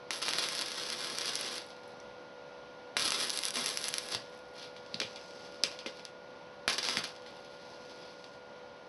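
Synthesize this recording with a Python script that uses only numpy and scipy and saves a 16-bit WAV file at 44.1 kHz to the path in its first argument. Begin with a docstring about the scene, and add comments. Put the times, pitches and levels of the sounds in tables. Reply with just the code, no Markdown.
"""An arc cracks, flares and sizzles in three short runs while a fan hums in a small, cluttered stone garage.
Stick welding: random clicks make the sizzle, single spikes make the cracks and the spitting drops of metal.
Around the runs the electrode taps the steel, the bench thuds and the worker's coat rustles: filtered spikes,
ringing tones and dense clicks. The welder's cooling fan is a set of wavering tones plus a rush of noise."""
import sys
import numpy as np
from scipy import signal
from scipy.fft import rfft, irfft
from scipy.io import wavfile
from scipy.ndimage import uniform_filter1d

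SR = 44100
rng = np.random.default_rng(int(sys.argv[2]) if len(sys.argv) > 2 else 0)


def wav_record(signal):
    """Record a signal, one row per channel, as 16-bit PCM in the file named by sys.argv[1]."""
    frames = np.transpose(np.atleast_2d(signal))
    bounded = np.clip(frames, -1, 1)
    # unit amplitude maps onto the largest positive 16-bit level
    quanta = np.round(bounded * 32767).astype(np.int16)
    wavfile.write(sys.argv[1], SR, quanta)


N = 391608  # length in samples

# the arc strikes and flares up; sounds start just over 1 ms after t, levels are relative:
# (t/s, crack level/dB, centre f/Hz, flare level/dB)
ARC_STRIKES = [(.1060, -11, 3060, -31.5), (.217, -23, 2220, -40), (.282, -13, 2000, -51),
               (.2885, -9, 3480, -38), (.334, -11.5, 2570, -47), (.384, -8, 2390, -41),
               (.6116, -15, 4000, -50), (2.9668, -4, 2210, -30.5), (3.1195, -8.5, 3520, -31.5),
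               (3.5556, -15.5, 3700, -40), (4.1475, -14.5, 2000, -48), (6.6776, -2, 1540, -26.5),
               (6.7814, -13, 2620, -31), (6.886, -9.5, 2400, -33.5), (6.9698, -7.5, 1930, -49),
               (7.0398, -18, 2460, -44)]
# the arc burns until it breaks or a drop of metal shorts it, levels are relative:
# (start t/s, end t/s, sizzle level/dB, fine fizz level/dB)
ARC_BURNS = [(0.109, 0.198, -45, -46), (0.219, 1.587, -39.5, -48), (2.97, 3.086, -34.5, -36.5),
             (3.125, 3.491, -38, -41), (3.535, 3.885, -40, -42.5), (3.926, 4.154, -39.5, -46.5),
             (6.678, 6.758, -34, -46), (6.781, 6.793, -32, -53), (6.828, 6.998, -33.5, -50),
             (7.036, 7.054, -31.5, -60)]
# spectrum of the sizzling melt: (f/Hz, relative level/dB)
SIZZLE_SPECTRUM = [(100, -34), (500, -17), (1100, -1.5), (1700, -1), (2500, -3), (3600, 2.5), (5200, 3),
                   (7000, -4.5), (13000, -17.5)]
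# spectrum of the fine, high fizz: (f/Hz, relative level/dB)
FIZZ_SPECTRUM = [(2000, -19), (5000, -16), (8000, 4), (11000, 5), (14000, 3.5)]


def arc(sizzle_db=-2.0, fizz_db=-1.5, roar_db=-17.0, roar_hz=330, flare_fizz_db=-13, flare_s=0.019):
    """Tiny bursts in the melt sizzle, fizz and snap over a low roar of gas; all flicker with the arc's length."""
    # slow swelling and sinking as the hand feeds the rod: (t/s, level/dB)
    swell_points = [(.22, -1.5), (.3, 3), (.5, -1), (.66, -1.5), (.73, -0.5), (.84, 1.5), (.98, -1.5),
                    (1.16, 0), (1.33, 0.5), (1.47, 2.5), (1.6, -4.5), (3.2, -0.5), (3.45, -4.5),
                    (3.62, 2.5), (3.68, -1.5), (4.01, -2.5), (4.09, -5.5), (4.14, 5.5), (6.7, -1.5)]
    boiling = unit(grains(rate=6000, spread_db=2.5))
    snaps = unit(grains(rate=260, spread_db=2.9))
    melt = boiling + 1.24 * snaps
    roar = unit(resonate_twice(rng.standard_normal(N), roar_hz, q=0.66))
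    body = undb(sizzle_db) * colour(melt, SIZZLE_SPECTRUM) + undb(roar_db) * roar
    fizz = undb(fizz_db) * colour(melt, FIZZ_SPECTRUM)

    swell = undb(curve(swell_points))
    flaring = flares(ARC_STRIKES, flare_s) * (body + undb(flare_fizz_db) * fizz)
    burning = np.zeros(N)
    for start, end, db, fine_db in ARC_BURNS:
        steady = undb(db) * swell * body + undb(fine_db) * fizz
        burning += gate(start, end) * (steady + flaring)
    flicker = undb(2.7 * walk(rate=130) + 1.4 * walk(rate=35))
    return flicker * burning


def strikes(room_db=-8):
    """Each strike of the arc cracks: a pressure spike through a broad resonance."""
    return bursts(ARC_STRIKES, q=0.48, fray=0.097, fray_s=0.0014, gain_db=7.5, room_db=room_db)


def spatter(centre_hz=6050, room_db=-10):
    """The loudest drops of molten metal burst as short, bright spikes."""
    # sounds start just over 1 ms after t: (t/s, relative level/dB)
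    bursting_drops = [(0.4862, -15), (0.5506, -20), (0.5903, -18), (0.6589, -27), (0.9009, -20),
                      (1.1842, -14), (1.2565, -21), (1.3541, -13.5), (1.41, -20), (3.1047, -12),
                      (3.2954, -18), (3.3021, -13.5), (3.3737, -14), (3.3886, -14.5), (3.4346, -17.5),
                      (3.4522, -11.5), (3.4835, -15.5), (3.5055, -19), (3.6596, -12), (3.6897, -17.5),
                      (3.7723, -13), (3.8404, -16.5), (3.8828, -13), (3.8876, -16.5), (3.9392, -12),
                      (3.982, -11.5)]
    drops = [(s, db, centre_hz) for s, db in bursting_drops]
    return bursts(drops, q=0.64, fray=0.35, fray_s=0.0003, gain_db=11., room_db=room_db)


def electrode(contact_ratio=1.46, scrape_hz=3500, scrape_q=0.73, scrape_s=0.013, room_db=-8.5):
    """The rod chatters at each touch of the steel, then scrapes briefly; lower-pitched clicks are duller too."""
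    # taps of the rod, sounds start just over 1 ms after t:
    # (t/s, relative click level/dB, centre f/Hz, resonance Q, scrape level/dB)
    touches = [(1.9998, -40, 5140, 1.9, -65), (4.7631, -37.5, 2920, 1.4, -52),
               (4.8614, -42, 4600, 1.8, -60), (4.9418, -20.5, 4120, 6.8, -48), (5, -16, 4260, 3.5, -37),
               (5.0146, -19.5, 2380, 0.61, -35.5), (5.1582, -33.5, 5000, 3.6, -47.5),
               (5.6352, -5, 5360, 0.62, -42), (5.7882, -31.5, 4400, 3.2, -44.5),
               (5.8597, -24, 2420, 1.1, -40.5), (5.9935, -36, 3450, 0.92, -52),
               (6.0508, -27.5, 5440, 0.59, -54), (7.2616, -35.5, 2200, 0.79, -50),
               (8.241, -36, 3970, 1.2, -57)]
    clicks = 0
    for s, db, hz, q, _ in touches:
        click = bursts([(s, db, hz)], q, fray=1.1, fray_s=0.0013, gain_db=13.5, room_db=room_db)
        soften = signal.butter(2, min(contact_ratio * hz, SR / 3), fs=SR, output="sos")
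        # the inaudible offset spares the filter from slow, vanishingly small numbers
        clicks = clicks + signal.sosfilt(soften, click + 1e-18)
    grit = resonate_twice(grains(rate=1800, spread_db=3), scrape_hz, scrape_q)
    return clicks + flares(touches, scrape_s) * unit(grit)


def steel(push, ring_db=-31):
    """The rod and the workpiece ring on: the push sets off their decaying tones."""
    # tones of the metal: (f/Hz, relative level/dB, time to fall by 60 dB/s)
    metal_modes = [(2770, -27, 0.32), (3400, -23.5, 0.12), (3510, 0, 0.07), (3850, -20, 0.35),
                   (4277, -5, 0.067), (4730, 1, 0.2), (4770, 7, 0.025), (5200, -16, 0.103),
                   (5720, 15, 0.047)]
    return undb(ring_db) * signal.fftconvolve(push, ring(metal_modes))[:N]


def slag(crackle_db=-58, cooling_s=0.16, simmer_db=-53):
    """After each burn the hot bead simmers and crackles faintly, dying away as it cools."""
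    t = np.arange(N) / SR
    cooling = [(t > end) * np.exp(-np.abs(t - end) / cooling_s) for _, end, *_ in ARC_BURNS]
    heat = np.max(cooling, axis=0)
    crackle = colour(grains(rate=280, spread_db=8.5), FIZZ_SPECTRUM)
    simmer = colour(grains(rate=1500, spread_db=6), SIZZLE_SPECTRUM)
    return heat * (undb(crackle_db) * crackle + undb(simmer_db) * simmer)


def coat(cloth_db=-8.0, crinkle=0.95, swish_db=-11.5, swish_width=0.3, uneven_db=2.0):
    """Stiff cloth rubs in dense grains, its folds crinkle and its weave swishes as the arm moves."""
    # strokes of the arm, levels are relative: (middle t/s, length/s, level/dB, centre of the swish f/Hz)
    arm_strokes = [(4.615, 0.085, -45, 3880), (5.25, 0.66, -52, 5600), (5.72, 0.045, -45.5, 4730),
                   (5.92, 0.22, -54, 4200), (7.45, 0.33, -57, 3760), (7.83, .4, -53, 5070),
                   (8.06, 0.083, -51, 4080), (8.23, 0.16, -55.5, 5400)]
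    # spectrum of rubbing cloth: (f/Hz, relative level/dB)
    cloth_spectrum = [(60, -26), (300, -2), (1500, -8.5), (3000, -4), (5000, -1.5), (8000, -14),
                      (13000, -16.5)]
    t = np.arange(N) / SR
    rub = unit(grains(rate=7200, spread_db=8.5))
    folds = unit(grains(rate=60, spread_db=2.2))

    # six noise bands; those near the moving centre are the loudest
    centre = np.log(curve(arm_strokes, column=3))
    swish = np.zeros(N)
    for hz in np.geomspace(3000, 7000, num=6):
        band = resonate(resonate(rng.standard_normal(N), hz, q=1.7), hz, q=3)
        swish += band * np.exp(-((np.log(hz) - centre) / swish_width) ** 2)
    cloth = undb(cloth_db) * colour(rub + crinkle * folds, cloth_spectrum) + undb(swish_db) * unit(swish)

    # each stroke swells and fades like a bell curve
    power = sum(undb(db) ** 2 * np.exp(-(2 * (t - s) / length) ** 2) for s, length, db, _ in arm_strokes)
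    return cloth * np.sqrt(power) * undb(uneven_db * walk(rate=45))


def bench(q=0.95):
    """Dull knocks: a slow push wakes the low modes of the loaded wooden bench, a quick one the higher ones."""
    # pushes on the bench: (t/s, peak level/dB, centre of the push f/Hz)
    pushes = [(4.148, -42, 95), (4.945, -40, 170), (5.010, -29.5, 418), (5.045, -42.5, 122),
              (5.638, -34, 343), (5.862, -30, 357), (6.68, -46, 190), (6.972, -36.5, 170)]
    # tones of the bench: (f/Hz, relative level/dB, time to fall by 60 dB/s)
    wood_modes = [(118, -3, 0.17), (170, -4.5, 0.28), (227, 8, 0.072), (316, 2.5, 0.053), (433, 1, 0.16),
                  (533, 4, 0.18)]
    out = np.zeros(N)
    for s, db, hz in pushes:
        knock = resonate_twice(ring(wood_modes), hz, q)
        add(out, s, undb(db) * knock / np.abs(knock).max())
    return out


def fan(air_db=-54.0, blade_waver_db=1.5, motor_waver_db=0.2, wobble=0.0012):
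    """Blade tones waver in the turbulent air, the motor's whine is steadier, and air rushes through the case."""
    # tones of the seven-bladed fan: (multiple of the shaft rate, relative rms level/dB)
    shaft_orders = [(7, -57), (8, -59.5), (9, -67.5), (12, -75), (20, -61.5), (21, -76), (24, -79.5),
                    (28, -78.5), (32, -76.5)]
    # shaft rate before its slight wobble: (t/s, f/Hz)
    shaft_speed = [(0, 70.9), (2.5, 71), (6.5, 71.36), (8.8, 71.04)]
    # loudness of the whole fan: (t/s, relative level/dB)
    loudness = [(0, 2), (2.5, 2), (4.5, 1.5), (5.4, 2.5), (6.3, 1.26), (8.8, 1)]
    # spectrum of the rushing air: (f/Hz, relative level/dB)
    air_spectrum = [(25, -63), (58, -4.5), (80, -11), (150, -1.5), (280, -1), (600, 0.5), (1000, 0.5),
                    (1300, -8.5), (2200, -11.5), (4500, -14.5), (6200, -20.5), (8000, -32), (13000, -37)]
    turn = 2 * np.pi * np.cumsum(curve(shaft_speed) * (1 + wobble * walk(rate=6))) / SR
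    tones = np.zeros(N)
    for order, db in shaft_orders:
        waver_db = blade_waver_db if order < 10 else motor_waver_db
        phase = order * turn + 2 * np.pi * rng.random() + 0.25 * waver_db * walk(rate=26)
        level = np.sqrt(2) * undb(db + waver_db * walk(rate=25))  # root 2 turns rms into peak
        tones += level * np.sin(phase)
    air = colour(rng.standard_normal(N), air_spectrum) * undb(air_db + .5 * walk(rate=8))
    return (tones + air) * undb(curve(loudness))


def garage(x, t60_low=.28, t60_high=.195, tail_db=0., split_hz=1500):
    """Reflections only: a few off near surfaces, then a short diffuse tail whose treble dies sooner."""
    # bench, wall and shelves: (delay/s, gain before the clutter)
    surfaces = [(.0021, .14), (.0042, .14), (.0083, .2), (.0125, .14), (.0185, .14)]
    t = np.arange(SR // 2) / SR
    noise = rng.standard_normal(len(t))
    low = signal.sosfilt(signal.butter(2, split_hz, fs=SR, output="sos"), noise)
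    high = signal.sosfilt(signal.butter(2, split_hz, "high", fs=SR, output="sos"), noise)
    # the minus sign lets the two bands join without a dip
    tail = low * 1000 ** (-t / t60_low) - high * 1000 ** (-t / t60_high)
    tail *= 1 - np.exp(-t / .003)  # soft onset
    tail *= undb(tail_db) / np.linalg.norm(tail)
    for delay, gain in surfaces:
        tail[int(delay * SR)] += gain
    # clutter soaks up the top
    tail = signal.sosfilt(signal.butter(1, 9000, fs=SR, output="sos"), tail)
    return signal.fftconvolve(x, tail)[:N]


def bursts(rows, q, fray, fray_s, gain_db, room_db):
    """Each burst is one pressure spike with a frayed end; returns the direct sound and what goes to the walls."""
    direct, sent = np.zeros(N), np.zeros(N)
    t = np.arange(SR // 50) / SR
    spike = 1. * (t == 0)
    for s, db, hz, *_ in rows:
        at = s + 0.001188
        noise = rng.standard_normal(len(t))
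        frayed = resonate(spike + fray * noise * np.exp(-t / fray_s), hz, q)
        add(direct, at, undb(db + gain_db) * frayed / np.linalg.norm(frayed))
        # the walls gather sound from all directions, which evens out its colour
        even = resonate(spike, hz, q)
        add(sent, at, undb(db + gain_db + room_db) * even / np.linalg.norm(even))
    return np.array([direct, sent])


def flares(rows, decay_s):
    """An envelope that jumps at each event to the level in its last column and falls to 1/e in decay_s."""
    out = np.zeros(N)
    fall = np.exp(-np.arange(SR // 4) / SR / decay_s)
    for s, *_, db in rows:
        add(out, s + 0.0014, undb(db) * fall)
    return out


def ring(modes):
    """Decaying modes after one blow, with unit energy."""
    t = np.arange(SR // 3) / SR
    sound = np.zeros(len(t))
    for hz, db, t60 in modes:
        sound += undb(db) * np.cos(2 * np.pi * hz * t) * np.exp(-np.log(1000) * t / t60)
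    return sound / np.linalg.norm(sound)


def grains(rate, spread_db):
    """Random tiny clicks, rate per second on average, many small and a few large."""
    hit = rng.random(N) < rate / SR
    size = undb(spread_db * np.minimum(rng.exponential(size=N), 5))
    return hit * size * np.sign(rng.standard_normal(N))


def walk(rate):
    """Smooth random drift with a spread of 1, taking a new step rate times per second."""
    k = int(SR / rate)
    steps = rng.standard_normal(N)[np.arange(N) // k]
    return unit(uniform_filter1d(uniform_filter1d(steps, k), k))


def resonate(x, hz, q):
    """Two-pole band-pass: keeps what lies near hz; a higher q is narrower."""
    w = 2 * np.pi * min(hz, SR / 3) / SR
    a = np.sin(w) / (2 * q)
    return signal.lfilter([a, 0, -a], [1 + a, -2 * np.cos(w), 1 - a], x)


def resonate_twice(x, hz, q):
    """The same band-pass twice, for steeper sides."""
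    return resonate(resonate(x, hz, q), hz, q)


def response(points):
    """Gain of a (f/Hz, level/dB) spectrum at every frequency bin of the whole track."""
    hz, db = np.transpose(points)
    bins = np.fft.rfftfreq(N, 1 / SR) + 1  # the 1 avoids log of zero
    return undb(np.interp(np.log(bins), np.log(hz), db))


def colour(x, points):
    """Shape a signal by a spectrum; rms 1."""
    return unit(irfft(rfft(x) * response(points), N))


def curve(rows, column=1):
    """One column of a table, joined by straight lines in time."""
    rows = np.array(rows)
    return np.interp(np.arange(N) / SR, rows[:, 0], rows[:, column])


def gate(start, end):
    """One from start to end, with quick fades."""
    t = np.arange(N) / SR
    return uniform_filter1d(1. * ((t >= start) & (t <= end)), size=130)


def add(track, s, sound):
    """Mix a sound in at s seconds."""
    i = max(int(s * SR), 0)
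    track[i:i + len(sound)] += sound[:N - i]


def undb(db):
    """Decibels to gain."""
    return 10 ** (np.asarray(db) / 20)


def unit(x):
    """Scale to rms 1."""
    return x / np.sqrt(np.mean(x ** 2))


def scene(arc_room_db=-3):
    """Work and coat are heard directly and off the garage walls; bench and fan directly only."""
    # two rows: the sound that goes straight to the microphone, and the sound that goes to the walls
    work = strikes() + spatter() + electrode() + arc() * undb([[0], [arc_room_db]])
    direct, sent = work + steel(work[0]) + slag() + coat()
    return (direct + garage(sent) + bench() + fan())[None]


def record(dry, ceiling=0.36, low_cut_hz=50, pass_hz=5970, top_hz=14200):
    """The recorder rounds the sharpest peaks and drops the deep bass; its treble falls in lobes with nulls between."""
    # where the treble filter lets nothing through: (f/Hz)
    nulls = [7000, 8530, 10000, 12050, 14000]
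    # extra gain that shapes the lobes between the nulls: (f/Hz, level/dB)
    lobe_heights = [(5500, -0.5), (7700, -5.5), (9300, -3.5), (10900, 3.5), (11700, -13), (12800, -16.5),
                    (14000, -33)]
    rounded = ceiling * np.tanh(dry / ceiling)
    thinned = signal.sosfilt(signal.butter(2, low_cut_hz, "high", fs=SR, output="sos"), rounded)
    # a sine over frequency: full up to pass_hz, zero at each null
    hz = np.fft.rfftfreq(N, 1 / SR)
    lobe = np.interp(hz, [pass_hz, *nulls], [.5, *range(1, len(nulls) + 1)])
    treble = np.abs(np.sin(np.pi * lobe)) * response(lobe_heights)
    heard = irfft(rfft(thinned) * treble, N)
    return signal.sosfilt(signal.ellip(8, .2, 70, top_hz, fs=SR, output="sos"), heard)


dry = scene()
out = record(dry)
wav_record(out)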